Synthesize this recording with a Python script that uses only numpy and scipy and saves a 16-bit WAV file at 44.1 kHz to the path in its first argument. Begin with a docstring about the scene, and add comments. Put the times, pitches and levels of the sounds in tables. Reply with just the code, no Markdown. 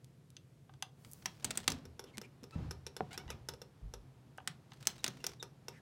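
"""A hand rivet gun, close to the microphone, sets a rivet in a thin steel ceiling channel.
Under each of two squeezes the stem drags and the rivet slips with sharp cracks that ring the channel.
Between the squeezes the handles open: the loose mechanism clacks, the dry pivot squeaks, and the tool
knocks and bumps on the work. The place is a small bare room, with short reflections and a low drone."""
import sys
import numpy as np
from scipy import signal
from scipy.fft import rfft, irfft, next_fast_len
from scipy.io import wavfile
from scipy.ndimage import uniform_filter1d

SR = 44100
rng = np.random.default_rng(int(sys.argv[2]) if len(sys.argv) > 2 else 0)


def unload_audio(sound):
    """Save the sound as a 16-bit wav file, at the path given as the first command line argument."""
    columns = np.transpose(np.atleast_2d(sound))
    # keep every value between -1 and 1, then stretch to whole-number steps
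    steps = np.round(np.clip(columns, -1, 1) * 32767)
    wavfile.write(sys.argv[1], SR, steps.astype(np.int16))


N = 256306
TIME = np.arange(N) / SR
AGE = TIME[:SR // 3]   # seconds since the start of one short sound

# the empty room's background: (frequency [Hz], level [dB])
AIR_SPECTRUM = [(15, -74), (25, -36.5), (138, -7), (197, -19), (524, -26.5), (600, -35), (669, -30),
                (766, -36.5), (11900, -50.5), (16500, -61.5)]
# reflections off the bare walls: (frequency [Hz], level [dB], t60 [s])
ROOM_DECAY = [(59.7, 6.5, .6), (131, 11.5, .6), (300, -8, 0.23), (870, -7.5, 0.27), (2000, -13, 0.12),
              (5250, -13.5, 0.21), (9000, -23, 0.17), (16250, -16, 0.16)]
# squeezes of the handles: (start [s], length [s], final drag level [dB])
HANDLE_SQUEEZES = [(1.114, .63, -59), (4.66, 0.665, -59.5)]
# the stem dragging through the rivet: (frequency [Hz], level [dB])
DRAG_SPECTRUM = [(240, -26), (450, 0.5), (850, -5), (1400, -7), (3200, -8), (6000, -10), (12000, -23.5),
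                 (16000, -27.5)]
# the gun's nose shifting on the channel: (start [s], length [s], level [dB])
NOSE_RUBS = [(1.411, 0.089, -57), (1.686, 0.046, -55), (2.019, 0.15, -67), (2.516, 0.14, -56.5),
             (2.96, 0.41, -62.5)]
# the dull rub of the nose: (frequency [Hz], level [dB])
RUB_SPECTRUM = [(100, -25.5), (220, -5.5), (450, -16), (800, -15.5), (1700, -25), (4850, -33),
                (14000, -54.5)]
# a hand sliding on the grip: (frequency [Hz], level [dB])
SLIDE_SPECTRUM = [(2000, -24), (4500, 0), (9000, 1), (13000, -0.5), (16000, 0)]
# soft bumps of tool and hands, and the frame swaying after the slips at 1.445, 1.684, 1.723 # and 5.085 s:
# (time [s], level [dB], pitch [Hz])
SOFT_BUMPS = [(1.065, -50, 121), (1.445, -44.5, 96), (1.684, -41, 117), (1.723, -41.5, 85.3),
              (2.177, -40.5, 214), (2.427, -47.5, 247), (2.555, -32.5, 87), (2.599, -36.5, 120),
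              (2.65, -39.5, 78.4), (3.007, -42.5, 95), (3.261, -43, 72.6), (3.343, -48.5, 85),
              (3.822, -41.5, 52), (3.866, -49, 54.4), (5.085, -53.5, 128)]
# dry clicks of the grip: (time [s], level [dB], low edge [Hz])
GRIP_CLICKS = [(0.0452, -59.5, 2780), (0.304, -62, 3100), (1.115, -55, 6960), (1.122, -56, 7000),
               (1.134, -47.5, 6540), (2.1726, -50.5, 1200), (2.1819, -40, 875), (2.434, -58.5, 1500),
               (4.3775, -59, 4460)]
# light touches of steel on steel: (time [s], level [dB])
STEEL_TICKS = [(1.048, -58.5), (1.555, -55), (1.602, -56.5), (2.509, -63.5), (3.13, -51.5), (3.143, -57.5),
               (4.734, -62.5), (4.808, -62.5), (4.827, -57), (4.854, -58), (4.901, -56.5), (4.981, -61)]
# borders of four registers, low to high: (frequency [Hz])
REGISTER_EDGES = [620, 1500, 4500, 9000, 16500]
# a tick's weight in each register: (level [dB])
TICK_REGISTERS = [-5, 1.5, 0.5, -10]
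# the dry pivot: (start [s], length [s], pitch [Hz], glide [share of pitch], level [dB], roughness [0-1])
PIVOT_SQUEAKS = [(2.06, 0.051, 3270, -.12, -67.5, 0.93), (2.136, 0.024, 2230, -0.078, -62, 0.44),
                 (2.23, .034, 2465, -0.041, -60, 0.8), (2.522, 0.032, 1300, 0.025, -58, 0.3),
                 (3.107, 0.022, 700, .04, -53, 0.53), (3.132, 0.032, 740, 0.14, -55, 0.4),
                 (3.184, 0.036, 700, 0.105, -57.5, 0.2), (3.287, 0.019, 950, 0.068, -54, .2),
                 (3.307, 0.025, 1270, -0.075, -54.5, 0.54), (4.994, 0.0091, 4020, -0.081, -60, 0.1),
                 (5.2, 0.019, 2790, -0.026, -63.5, .45), (5.398, 0.016, 3840, -0.068, -49, 0.02),
                 (5.717, 0.085, 2316, -0.3, -66, 1)]
# the handle reaching its stop: (time [s], level [dB])
STOP_KNOCKS = [(3.007, -31.5)]
# modes of that knock: (frequency [Hz], level [dB], t60 [s])
STOP_MODES = [(214, -12.5, 0.11), (443, -0.5, 0.053), (555, -12, 0.07), (700, -10, 0.013), (750, 5, 0.031),
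              (940, 4, 0.0075), (1380, -7.5, 0.019), (1720, -19, 0.019)]
# the nose tapping the channel: (time [s], level [dB], low edge [Hz], high edge [Hz])
NOSE_TAPS = [(0.367, -48.5, 2240, 6000), (0.694, -55.5, 503, 2000), (0.738, -61, 450, 6100),
             (0.8243, -34.5, 450, 9000), (3.279, -55, 700, 4500), (4.3823, -43.5, 300, 2070),
             (4.402, -54.5, 300, 1790), (4.719, -52, 700, 3570)]
# the loose mechanism as the handles move: (time [s], level [dB])
MECHANISM_CLACKS = [(1.8533, -58.5), (1.994, -48.5), (2.04, -58), (2.215, -52), (2.4389, -57),
                    (2.7095, -45), (2.866, -45.5), (2.9657, -46.5), (3.1767, -43.5), (3.303, -45),
                    (3.4872, -41.5), (3.537, -56), (3.6169, -52.5), (3.9379, -49.5), (5.2414, -42),
                    (5.292, -57), (5.4266, -45.5), (5.6828, -45)]
# modes of the gun: (frequency [Hz], level [dB], t60 [s])
GUN_MODES = [(898, -3, 0.017), (1230, -19, 0.099), (1482, -1, 0.015), (2710, -12, 0.021), (3530, -8, 0.031),
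             (4060, -22, 0.03), (5230, 2, 0.017), (5600, 8, 0.0071), (5920, 1.5, 0.0086),
             (8000, -28, 0.018), (7740, -53, 0.019), (11060, -7.5, 0.032), (12500, -14, 0.016),
             (13900, -8, 0.03)]
# low modes of the handles: (frequency [Hz], level [dB], t60 [s])
HANDLE_MODES = [(392, 5.5, 0.03), (481.5, 5, 0.027)]
# modes of the steel channel: (frequency [Hz], level [dB], t60 [s])
CHANNEL_MODES = [(746, -2, 0.15), (850, -2, 0.098), (1040, -7, .08), (1218, -9.5, 0.097), (1546, -6, 0.052),
                 (2010, -11.5, 0.039), (2725, -13, 0.19), (2975, -8.5, .08), (3290, -12.5, 0.24),
                 (3270, -3, .13), (3600, -8, .13), (3900, -10, 0.077), (4900, -7.5, .06), (6160, -1, 0.046),
                 (9400, -4, 0.052)]
# the rivet slipping under load:
# (time [s], level [dB], relative thud [dB], relative body [dB], ping pitch [Hz], relative ping [dB])
RIVET_CRACKS = [(1.2576, -31, -21.5, 1, 5730, 4), (1.4447, -30.5, -21, -5.5, 8430, 4.5),
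                (1.448, -33.5, -13.5, -3, 6180, 5), (1.5064, -38, -13.5, 3, 8300, -3),
                (1.5096, -38.5, -23.5, -1.5, 3900, -13.5), (1.574, -29.5, -18.5, -8, 8440, -4),
                (1.6786, -25, -12.5, 3.5, 2780, -5), (1.702, -37.5, -31, -5, 5400, -10),
                (1.719, -37.5, -4.5, -1.5, 5470, -9), (4.475, -35, -17.5, 4, 1900, -14),
                (4.8711, -23, -27, -7, 5800, -4), (5.0424, -29.5, -15.5, 1, 2960, -7),
                (5.0635, -42.5, -14, 9, 3530, -21), (5.079, -35.5, -12, -1, 6000, -1),
                (5.2657, -31, -36, -7, 5760, 1)]

PIVOT_HZ, PIVOT_WIDTH_HZ, PIVOT_BOOST_DB = 2440, 170, 6.5   # the resonance shared by all squeaks
SPIKE_DB, SPIKE_PER_DB, TYPICAL_CRACK_DB = -6, 1.1, -28   # hard slips spike, weak ones only crunch
CUTOFF_HZ = 16000   # top of the microphone's range


def from_db(db):
    """Decibels to gain."""
    return 10 ** (np.asarray(db) / 20)


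def rms_one(x):
    """Scale to unit rms."""
    return x / np.sqrt(np.mean(x ** 2) + 1e-20)


def unit_hit(x):
    """Scale a blow so that its loudest 4 ms have unit rms."""
    return x / np.sqrt(uniform_filter1d(x ** 2, SR // 250, mode="constant").max() + 1e-20)


def band(x, low_hz, high_hz, order=2):
    """Causal band-pass."""
    edges = [min(low_hz, .8 * high_hz), min(high_hz, .45 * SR)]
    return signal.sosfilt(signal.butter(order, edges, "band", fs=SR, output="sos"), x + 1e-18)


def resonate(x, hz, width_hz):
    """One resonance, gain 1 at its peak."""
    radius = np.exp(-np.pi * width_hz / SR)
    feedback = [1, -2 * radius * np.cos(2 * np.pi * hz / SR), radius ** 2]
    return signal.lfilter(np.array([1, 0, -1]) * (1 - radius ** 2) / 2, feedback, x + 1e-18)


def coloured(x, spectrum):
    """Give a steady sound a spectrum, at unit rms."""
    hz, db = np.transpose(spectrum)
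    size = next_fast_len(N)
    bins = np.maximum(np.fft.rfftfreq(size, 1 / SR), 1)
    gains = from_db(np.interp(np.log(bins), np.log(hz), db))
    return rms_one(irfft(rfft(x, size) * gains, size)[:N])


def add(out, time, sound):
    """Mix a sound in at a time in seconds."""
    start = max(round(time * SR), 0)
    out[start:start + len(sound)] += sound[:max(N - start, 0)]


def fade(t60):
    """Exponential decay of 60 dB in t60 seconds."""
    return from_db(-60 * AGE / t60)


def stroke(start, length, attack_s, release_s):
    """Envelope of a hand movement: it swells, holds, then falls 60 dB in the release time."""
    age = TIME - start
    return np.clip(age / attack_s, 0, 1) * from_db(-60 * np.maximum(age - length, 0) / release_s)


def ring(modes, spread_db=2.5):
    """Struck modes; every blow shares its force among them a little differently."""
    out = 0
    for k, (hz, db, t60) in enumerate(modes):
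        gain = (-1) ** k * from_db(db + spread_db * rng.standard_normal())
        out += gain * fade(t60) * np.sin(2 * np.pi * hz * AGE)
    return out


def clatter(front_t60, tail_t60, tail_db):
    """Crowded, heavily damped modes of thin steel: a hard front and a longer after-ring."""
    return rng.standard_normal(len(AGE)) * (fade(front_t60) + from_db(tail_db) * fade(tail_t60))


def voiced(blow, levels_db):
    """Weigh the four registers of a blow, from low to high."""
    registers = zip(levels_db, REGISTER_EDGES, REGISTER_EDGES[1:])
    return sum(from_db(db) * unit_hit(band(blow, low, high, order=3)) for db, low, high in registers)


def sway(hz, t60):
    """The frame swings and shudders at a low pitch."""
    shudder = rms_one(band(rng.standard_normal(len(AGE)), hz / 2, 2 * hz))
    envelope = fade(t60) * (1 - fade(0.0033)) * (1 - AGE / AGE[-1])
    return (np.sin(2 * np.pi * hz * AGE) + .5 * shudder) * envelope


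def room_tone(drone_hz=131):
    """The room behind the work: faint hiss and a wavering low drone."""
    drone = resonate(rng.standard_normal(N), drone_hz, width_hz=24)
    drone = rms_one(resonate(drone, drone_hz, width_hz=48))
    air = coloured(rng.standard_normal(N), AIR_SPECTRUM)
    return from_db(-62.5) * air + from_db(-64.5) * drone


def reflections(x, build_s=0.0036):
    """Off the nearby walls, diffuse echoes build within milliseconds and die sooner in the treble."""
    hz, db, t60 = np.transpose(ROOM_DECAY)
    age, response = TIME[:SR * 3 // 4], 0
    edges = np.geomspace(40, 18000, 13)
    for low, high in zip(edges, edges[1:]):
        log_centre = np.log(low * high) / 2
        decay = from_db(-60 * age / np.interp(log_centre, np.log(hz), t60))
        tail = band(rng.standard_normal(len(age)), low, high) * decay * (1 - np.exp(-age / build_s))
        tail *= np.sqrt(2 * (high - low) / SR / np.sum(tail ** 2))   # unit gain within the band
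        response += tail * from_db(np.interp(log_centre, np.log(hz), db))
    return signal.fftconvolve(x, response)[:N]


def load(rise_db=13):
    """Strength of the stem's drag: it climbs through each squeeze and drops when the hand lets go."""
    out = np.zeros(N)
    for start, length, final_db in HANDLE_SQUEEZES:
        remaining = np.clip(1 - (TIME - start) / length, 0, 1)
        squeeze = stroke(start, length, attack_s=0.075, release_s=0.18)
        out += from_db(final_db - rise_db * remaining) * squeeze
    return out


def frame_strain():
    """The frame rumbles faintly while the handles are squeezed hard."""
    drag = load()
    effort = drag / (drag + from_db(-71.5))
    return from_db(-64) * effort * rms_one(band(rng.standard_normal(N), 40, 150))


def hand_slide():
    """A hand hisses up the grip."""
    envelope = stroke(start=0.95, length=.19, attack_s=0.17, release_s=1.1)
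    return from_db(-67) * envelope * coloured(rng.standard_normal(N), SLIDE_SPECTRUM)


def nose_rub(grip_time=.95, attack_s=0.036):
    """The nose rubs as it shifts on the channel; once gripped, it never rests quite still."""
    holding = from_db(-70.5) * np.clip((TIME - grip_time) / attack_s, 0, 1)
    shifting = sum(from_db(db) * stroke(start, length, attack_s, release_s=0.58)
                   for start, length, db in NOSE_RUBS)
    return np.hypot(holding, shifting) * coloured(rng.standard_normal(N), RUB_SPECTRUM)


def stem_drag(slips_per_s=130):
    """Gritty stick-slip of the stem pulling through the rivet, louder as the load builds."""
    slips = (rng.random(N) < slips_per_s / SR) * rng.random(N) ** 2
    grit = rms_one(signal.fftconvolve(slips, fade(0.026))[:N] * rng.standard_normal(N))
    return load() * coloured(grit + .5 * rng.standard_normal(N), DRAG_SPECTRUM)


def bumps(decay_cycles=18.6):
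    """Soft bumps, and some of the rivet's slips, set the frame swaying, the lower the longer."""
    out = np.zeros(N)
    for time, db, hz in SOFT_BUMPS:
        add(out, time, from_db(db) * sway(hz, t60=decay_cycles / hz))
    return out


def grip_clicks(width_hz=7500):
    """The grip clicks close to the microphone: single spikes with hardly any ring."""
    out = np.zeros(N)
    for time, db, low_hz in GRIP_CLICKS:
        blow = (AGE == 0) + from_db(-26) * clatter(front_t60=0.019, tail_t60=0.03, tail_db=-21)
        add(out, time, from_db(db) * unit_hit(band(blow, low_hz, low_hz + width_hz)))
    return out


def steel_ticks():
    """Small contacts of steel on steel, each a brief clatter."""
    out = np.zeros(N)
    for time, db in STEEL_TICKS:
        blow = clatter(front_t60=0.004, tail_t60=0.051, tail_db=-9)
        add(out, time, from_db(db) * voiced(blow, TICK_REGISTERS))
    return out


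def pivot_squeaks():
    """Stick-slip in the dry pivot: unsteady harmonic squeaks, loudest near its resonance, weak above."""
    out = np.zeros(N)
    for start, length, hz, glide, db, roughness in PIVOT_SQUEAKS:
        progress = np.minimum(AGE / length, 1)
        waver = rms_one(band(rng.standard_normal(len(AGE)), 60, 500))
        pitch = hz * (1 + glide * progress) * (1 + .17 * roughness ** 2 * waver)
        phase = 2 * np.pi * np.cumsum(pitch) / SR
        orders = np.arange(1, CUTOFF_HZ // 2 // hz + 1)
        boost = from_db(PIVOT_BOOST_DB / (1 + ((orders * hz - PIVOT_HZ) / PIVOT_WIDTH_HZ) ** 2))
        rolloff = 1 / (1 + (orders * hz / 3300) ** 4)
        tone = rms_one((boost * rolloff) @ np.sin(np.outer(orders, phase)))
        slip_hiss = rng.standard_normal(len(AGE)) * (1 + np.cos(phase))   # one puff for each slip
        rasp = from_db(-9) * np.sqrt(roughness) * rms_one(band(slip_hiss, 1500, 9000))
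        envelope = np.sqrt(4 * progress * (1 - progress))
        add(out, start, from_db(db) * (tone + rasp) * envelope)
    return out


def handle_knock():
    """The padded handle knocks dully against its stop."""
    out = np.zeros(N)
    modes = sum(from_db(db) * fade(t60) * np.sin(2 * np.pi * hz * AGE) for hz, db, t60 in STOP_MODES)
    for time, db in STOP_KNOCKS:
        add(out, time, from_db(db) * band(modes, 95, 4200))
    return out


def nose_taps():
    """The nose taps the unloaded channel: most energy leaves at once, the lower modes ring on."""
    out = np.zeros(N)
    for time, db, low_hz, high_hz in NOSE_TAPS:
        struck = ring(CHANNEL_MODES)
        front = unit_hit(struck * fade(0.038))
        tail = from_db(-19) * unit_hit(band(struck, 780, 3750, order=3))
        contact = from_db(-0.5) * unit_hit(clatter(front_t60=0.0071, tail_t60=0.035, tail_db=-9.5))
        add(out, time, from_db(db) * unit_hit(band(front + tail + contact, low_hz, high_hz)))
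    return out


def mechanism_clacks():
    """Slack parts hit their stop and rebound once; the gun rings high, the handles low."""
    out = np.zeros(N)
    for time, db in MECHANISM_CLACKS:
        rebound_s = .0035 * rng.uniform(.7, 1.3)
        for delay, force_db in [(0, 0), (rebound_s, -9)]:
            # the contact is too blunt to ring the gun's highest modes fully
            steel = from_db(3.5) * unit_hit(band(ring(GUN_MODES), 370, 11700))
            rattle = clatter(front_t60=0.012, tail_t60=0.048, tail_db=3.5)
            chatter = from_db(-2) * unit_hit(band(rattle, 720, 7400))
            add(out, time + delay, from_db(db + force_db) * (steel + chatter))
        handle_db = -32 + 0.33 * db   # the low ring grows far more slowly than the clack
        add(out, time, from_db(handle_db) * unit_hit(ring(HANDLE_MODES)))
    return out


def rivet_cracks(sway_hz=212.6):
    """Each slip is a spike and a clatter with one favoured pitch; it rings channel and frame."""
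    out, spike = np.zeros(N), unit_hit(1.0 * (AGE == 0))
    for time, db, thud_db, body_db, ping_hz, ping_db in RIVET_CRACKS:
        crunch = unit_hit(clatter(front_t60=0.019, tail_t60=0.024, tail_db=-6.5))
        blow = crunch + from_db(SPIKE_DB + SPIKE_PER_DB * (db - TYPICAL_CRACK_DB)) * spike
        ping = from_db(ping_db) * unit_hit(resonate(blow, ping_hz, width_hz=650))
        # a slip with more body is fuller in the low and middle registers and duller on top
        clank_db, snap_db, sizzle_db = -11.5 + body_db, -3.5 + .8 * body_db, -12.5 - .25 * body_db
        crack = voiced(unit_hit(blow) + ping, [clank_db, snap_db, 0, sizzle_db])
        jolt = clatter(front_t60=0.01, tail_t60=0.046, tail_db=-8)
        thud = unit_hit(band(jolt, 180, 430, order=3))
        swing = from_db(-8) * sway(sway_hz * rng.uniform(.8, 1.3), t60=0.33)
        frame = from_db(thud_db) * (thud + swing)
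        loose_joint = band(rng.standard_normal(len(AGE)) * fade(0.24), 800, 4100)
        buzz = from_db(snap_db / 2 - 22) * unit_hit(loose_joint)
        channel = from_db(snap_db - 17) * unit_hit(ring(CHANNEL_MODES))
        add(out, time, from_db(db) * (crack + frame + buzz + channel))
    return out


def scene():
    """One microphone close to the gun; channel and gun carry into the room, the bumps hardly at all."""
    channel = rivet_cracks() + nose_taps()
    gun = mechanism_clacks() + steel_ticks() + pivot_squeaks()
    near = handle_knock() + grip_clicks()
    frame = bumps()
    friction = stem_drag() + nose_rub() + hand_slide()
    direct = channel + gun + near + frame + friction + frame_strain()
    radiated = channel + 1.52 * gun + 0.46 * near + 0.32 * frame
    # the gun beams its high ring at the microphone, so less of that band reaches the walls
    radiated -= 0.49 * resonate(radiated, 5700, width_hz=3000)
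    return (direct + reflections(radiated) + room_tone())[None]


def record(dry):
    """The microphone drops the deepest bass; the top is cut steeply."""
    thinned = signal.sosfilt(signal.butter(4, 30, "high", fs=SR, output="sos"), dry)
    return signal.sosfilt(signal.ellip(10, .2, 80, CUTOFF_HZ, fs=SR, output="sos"), thinned)


dry = scene()
out = record(dry)
unload_audio(out)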